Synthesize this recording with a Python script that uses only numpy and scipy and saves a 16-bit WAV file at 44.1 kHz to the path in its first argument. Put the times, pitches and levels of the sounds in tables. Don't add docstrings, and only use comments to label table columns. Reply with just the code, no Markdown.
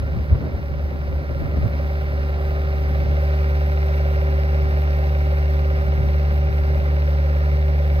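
import sys
import numpy as np
from scipy import signal
from scipy.fft import rfft, irfft, next_fast_len
from scipy.io import wavfile
from scipy.ndimage import uniform_filter1d, map_coordinates

SR = 44100
rng = np.random.default_rng(int(sys.argv[2]) if len(sys.argv) > 2 else 0)


def invert_db(level):
    return 10 ** (np.asarray(level, dtype=float) / 20)


def generate_wav(sig):
    pcm = np.round(np.clip(np.atleast_2d(sig).T, -1, 1) * 32767).astype(np.int16)
    wavfile.write(sys.argv[1], SR, pcm)


N = 352800


def unit(x):
    return x / np.sqrt(np.mean(x ** 2) + 1e-20)


def along(points, hz):
    f, v = np.transpose(points)
    return np.interp(np.log(hz + 1), np.log(f + 1), v)


def curves(rows):
    s, *cols = np.transpose(rows)
    return [np.interp(np.arange(N) / SR, s, c) for c in cols]


def wobble(rate_hz):
    knots = rng.standard_normal(int(N * rate_hz / SR) + 4)
    return map_coordinates(knots, [np.arange(N) * rate_hz / SR])


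def swells(s, half_s, db):
    t = np.arange(0, N + 64, 64) / SR
    bells = db * np.exp(-((t[:, None] - s) / half_s) ** 2)
    return np.interp(np.arange(N) / SR, t, bells.sum(axis=1))


def filtered(x, response):
    m = next_fast_len(N + SR // 2)
    return irfft(rfft(x, m) * response(np.fft.rfftfreq(m, 1 / SR)), m)[..., :N]


def noise(spectrum, alike, patchy_db):
    z = signal.stft(rng.standard_normal((2, N)), nperseg=512)[2]
    field = rng.standard_normal(z.shape[1:])
    field = uniform_filter1d(uniform_filter1d(field, size=8, axis=0), size=8, axis=1)
    pair = signal.istft(z * invert_db(patchy_db * unit(field)), nperseg=512)[1][:, :N]

    def mid_side(hz):
        angle = np.arccos(np.clip(along(alike, hz), -1, 1)) / 2
        return invert_db(along(spectrum, hz)) * [np.cos(angle), np.sin(angle)]

    mid, side = filtered(pair, mid_side)
    return unit(np.array([mid + side, mid - side]))


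def exhaust(cycle, note_db):
    # order, level/dB
    orders = [(3, -33), (4, -1.5), (5, -79), (7, -53.5), (8, -14.5), (9, -53), (11, -49.5), (12, -30),
              (13, -38.5)]
    # t/s, level/dB
    puffs = [(.12, 1), (.17, -17), (.22, 3.5), (.27, -4), (.325, 11), (.405, -18), (.47, 2), (.51, -16),
             (.55, 5.5), (.59, -22), (.65, 1), (.76, 0), (.85, 6.5), (.95, -2), (1.17, 7), (1.23, -7),
             (1.4, -6), (1.46, -17), (1.58, 6.5), (1.69, -7), (2.11, -2), (2.39, -3), (2.78, -1),
             (3.06, -2.5), (4.69, 0), (5.76, -2), (5.85, -3.5), (6.01, -2.5), (6.52, -3), (6.83, -1.5)]
    puff_half_s, crest_rad, full_note_db, brightens = .021, .075, 30, 0.68
    s, puff_db = np.transpose(puffs)
    sway_db = swells(s, puff_half_s, puff_db)
    slack_db = np.minimum(note_db - full_note_db, 0)
    total = 0
    for k, db in orders:
        level_db = db + note_db + 3.5 + 0.24 * wobble(30) + sway_db * (4 / k) ** 2
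        level_db = level_db + brightens * slack_db * (k / 4 - 0.5)
        total = total + invert_db(level_db) * np.cos(k * (2 * np.pi * cycle + crest_rad) - .3)
    return total


def knock(cycle):
    # f/Hz, width/Hz, level/dB
    panel_modes = [(525, 22, -3.6), (585, 20.5, 0)]
    # f/Hz, width/Hz, level/dB
    frame_modes = [(821, 48, -16.5), (1520, 63, -14), (2245, 240, -18), (2885, 140, -17), (3950, 307, -23)]
    knock_at_cycles, jitter_cycles, spread_db = .405, 0.0022, 0.5
    panel_late_s, rebound_s, rebound_db = .00446, .01772, -5
    turns = np.arange(int(cycle[-1]))
    chance = rng.standard_normal((len(turns), 2))
    at = np.interp(turns + knock_at_cycles + jitter_cycles * chance[:, 0], cycle, np.arange(N)).astype(int)
    blows = np.bincount(at, invert_db(spread_db * chance[:, 1]), N)

    def ring(f, modes):
        total = 0
        for k, (c, w, db) in enumerate(modes):
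            total = total + (-1) ** k * invert_db(db) * 1j * f * w / (c * c - f * f + 1j * f * w)
        return total

    def late(f, s):
        return np.exp(-2j * np.pi * f * s)

    def response(f):
        twice = late(f, panel_late_s) * (1 + invert_db(rebound_db) * late(f, rebound_s))
        soft = 1 / (1 + 1j * f / 3500) ** 4
        return (ring(f, panel_modes) * twice + ring(f, frame_modes)) * soft

    return unit(filtered(blows, response))


def rush(cycle):
    # f/Hz, density/dB per Hz
    bay_spectrum = [(40, -63.5), (150, -59), (310, -70.5), (560, -57), (900, -67.5), (1400, -66.5),
                    (2200, -66), (2600, -75), (2800, -74.5), (3200, -81), (3900, -79.5), (4600, -81),
                    (5000, -81), (5600, -83), (7200, -105), (9000, -125)]
    # f/Hz, left-right likeness
    bay_alike = [(100, .97), (1000, .92), (2300, .85), (3250, .4), (3900, .9), (4600, .84), (5400, .72),
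                 (5800, .75), (6300, .3)]
    rattle_swell_db, rattle_at_cycles = 5, .62
    pulse_db = 0.55 * np.cos(8 * np.pi * cycle) + 0.12 * wobble(4.9) + 0.85 * wobble(260)
    bay = invert_db(pulse_db) * noise(bay_spectrum, bay_alike, patchy_db=0.65)
    rattle_spectrum = [(300, -16), (470, -3.0), (545, 25), (680, 6.0), (900, -44), (3000, -120)]
    swell_db = rattle_swell_db * np.cos(2 * np.pi * (cycle - rattle_at_cycles))
    rattle = invert_db(swell_db) * noise(rattle_spectrum, [(500, 0.94)], patchy_db=-1.5)
    return unit(bay) + invert_db(-10.0) * unit(rattle)


def clatter(cycle):
    # order, level/dB
    high_orders = [(44, 0.5), (56, -7.5), (62, -12), (68, -2), (75, 0.5), (77, 1.5), (81, -10), (93, -10.5),
                   (96, -11.5), (100, -4), (115, -11), (154, -15.5)]
    total = 0
    for k, db in high_orders:
        phase_cycles = k * cycle + 0.14 * wobble(7.6)
        total = total + invert_db(db + 2.8 * wobble(3.2)) * np.sin(2 * np.pi * phase_cycles)
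    return total


def whine(cycle):
    # multiple of pump rate, level/dB
    pulsation = [(2, 11), (4, 2), (10, -13), (14, -8.5)]
    # t/s, level/dB
    load = [(0, -4.5), (1.65, -4), (1.85, -0.5), (4, 0), (6.7, 0), (7, -1.5), (8, -1.5)]
    # f/Hz, level/dB
    fan_hz, fan_db = (272.1, .5)
    pump_ratio, overtone_db = 2.6681, 0
    pump = 0
    for k, db in pulsation:
        phase_cycles = k * 4 * pump_ratio * cycle + 0.024 * k * wobble(5.4)
        pump = pump + invert_db(db + 1.2 * wobble(5.8)) * np.sin(2 * np.pi * phase_cycles)
    blades = 2 * np.pi * (fan_hz * np.arange(N) / SR + .08 * wobble(6))
    fan = invert_db(fan_db + 1.8 * wobble(5)) * (np.sin(blades) + invert_db(overtone_db) * np.sin(2 * blades))
    return invert_db(curves(load)[0]) * pump + fan


def hiss():
    # f/Hz, density/dB per Hz
    oil_spectrum = [(5000, -45), (7200, -10), (9500, -8.5), (10300, -8.5), (12000, 0), (14000, -0.5),
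                    (15740, 0.5), (15800, -35)]
    grain_db = .9 * wobble(22) + .7 * wobble(40) + 1.2 * wobble(400)
    oil_alike = [(8000, .3), (11000, .3), (14500, .6)]
    return unit(invert_db(grain_db) * noise(oil_spectrum, oil_alike, patchy_db=.9))


def spool():
    # t/s, half length/s, level/dB
    strokes = [
        (1.9, 0.3, 20),
        (2.995, .35, 24.5),
    ]
    # f/Hz, density/dB per Hz
    whistle_band = [(13000, -42.5), (14000, -3.5), (14500, -2.5), (15000, -6.5), (15700, -42)]
    level_db = -36.5 + swells(*np.transpose(strokes))
    return invert_db(level_db) * noise(whistle_band, [(14500, 0.54)], patchy_db=0.5)


def wind():
    # t/s, strength/dB
    strength = [(0, -40), (.6, -41), (1.05, -38.5), (1.35, -40), (1.7, -38), (1.9, -40), (2.6, -42),
                (3, -39), (3.3, -46.5), (4.4, -43.5), (4.8, -44.5), (5.4, -44.5), (5.8, -41), (6.8, -41),
                (7.1, -45), (8, -43.5)]
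    # t/s, half length/s, buffet/dB, flutter/dB over the wind
    gusts = [(0.015, 0.04, 10.5, 1), (0.172, 0.054, 12.5, 5.5), (0.338, 0.035, 17, 10.5),
             (0.444, .06, 5, 11), (0.562, 0.041, 7.5, 8.5), (0.715, 0.044, 8, 4), (0.842, 0.037, -1, 2.5),
             (0.935, 0.045, 3, 1), (1.124, 0.029, 6, 5.5), (1.312, 0.016, 0, 7.5), (1.454, 0.1, 8, 5),
             (1.57, 0.031, 7, 6), (1.657, 0.031, 15, 6.5), (2.137, 0.066, 0, -0.5), (2.38, 0.017, 0.5, 7),
             (2.76, 0.024, 2, -3), (3.072, .07, 9, 5.5), (4.626, .05, 8, 4), (4.718, .04, 4, 2),
             (4.95, 0.035, 4, -1), (5.87, 0.053, 9, 0), (5.99, .04, 6.5, 2), (6.045, 0.07, 6, 1),
             (6.51, 0.021, 10.5, -2), (6.797, .05, 6, 5)]
    # f/Hz, density/dB per Hz
    buffet_spectrum = [(22, -19), (42, -2), (62, -6), (84, -5), (105, -1), (150, -7), (200, -20),
                       (400, -50), (1500, -120)]
    # f/Hz, density/dB per Hz
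    flutter_spectrum = [(90, -27), (170, 7), (300, 1), (500, -5), (1100, -17.5), (2200, -35.5),
                        (5000, -120)]
    mean_flutter_db, flutter_grows = -42, 1.34
    strength_db, = curves(strength)
    s, half_s, buffet_db, flutter_db = np.transpose(gusts)
    flutter_db = flutter_grows * (strength_db - strength_db.mean()) + swells(s, half_s, flutter_db)

    def lumps(depth_db, rate_hz):
        return invert_db(depth_db * np.array([wobble(rate_hz), wobble(rate_hz)]))

    buffet = unit(lumps(1.5, 20) * noise(buffet_spectrum, [(50, .5)], patchy_db=1))
    flutter = unit(lumps(2, 30) * noise(flutter_spectrum, [(200, .4)], patchy_db=1))
    buffet_db = strength_db + swells(s, half_s, buffet_db) + 6
    return invert_db(buffet_db) * buffet + invert_db(flutter_db + mean_flutter_db) * flutter


def from_right(pair, lag_samples, shade_db, turn):
    # t/s, added left lag/samples
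    pan = [(0, -1.1), (1.5, -.8), (2.5, -1), (3.6, -.2), (4.3, 0), (8, 0)]
    hz, s, z = signal.stft(pair * np.ones((2, 1)), SR, nperseg=1024)
    lag = lag_samples + np.interp(s, *np.transpose(pan))
    phase = along(turn, hz)[:, None] / 2 - np.pi * np.outer(hz, lag) / SR
    shade = invert_db(-shade_db / 2 * hz ** 2 / (hz ** 2 + 250 ** 2))
    half = np.exp(1j * phase) * shade[:, None]
    return signal.istft(z * [half, 1 / half], SR, nperseg=1024)[1][:, :N]


def scene():
    # t/s, firing rate f/Hz
    speed = [(0, 72.55), (.5, 72.49), (1, 72.29), (1.5, 72.29), (2, 72.49), (2.5, 72.53), (3, 72.65),
             (3.5, 72.61), (4, 72.67), (4.5, 72.65), (5, 72.63), (5.5, 72.67), (6, 72.63), (6.5, 72.79),
             (7, 72.81), (7.5, 72.73), (8, 72.7)]
    # t/s, gain/dB, exhaust/dB above it
    gain = [(0, -52, 30), (.5, -53.5, 29), (1.2, -52.5, 29), (1.8, -50, 29.5), (2.7, -49, 29.5),
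            (3.2, -47.5, 30.5), (4.5, -47.5, 30.5), (6.5, -48.5, 32), (8, -48.5, 32.5)]
    # f/Hz, phase/rad
    port_phase = [(150, 0), (280, -.45), (450, -.25), (750, 0),
                  (1800, 0), (2400, .4), (2800, 1.1), (3150, 3), (3400, 5.4), (3700, 6.2), (4800, 6.6),
              (6000, 6.3)]
    cycle = .0146 + np.cumsum(curves(speed)[0]) / (4 * SR)
    level_db, note_db = curves(gain)
    engine_bay = invert_db(-1.5) * clatter(cycle) + invert_db(3.5) * whine(cycle)
    engine_bay = engine_bay + invert_db(11.0) * knock(cycle) + invert_db(13.0) * rush(cycle)
    machine = invert_db(level_db) * (exhaust(cycle, note_db) + engine_bay)
    oil = invert_db(level_db - 11) * (hiss() + spool())
    machine = from_right(machine, 13, 1.9, port_phase)
    oil = from_right(oil, 10.15, 4.6, [(0, 0)])
    return machine + oil + wind()


def low_pass(x):
    return signal.sosfilt(signal.butter(12, 15730, fs=SR, output="sos"), x)


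def record(dry):
    return low_pass(dry)


dry = scene()
out = record(dry)
generate_wav(out)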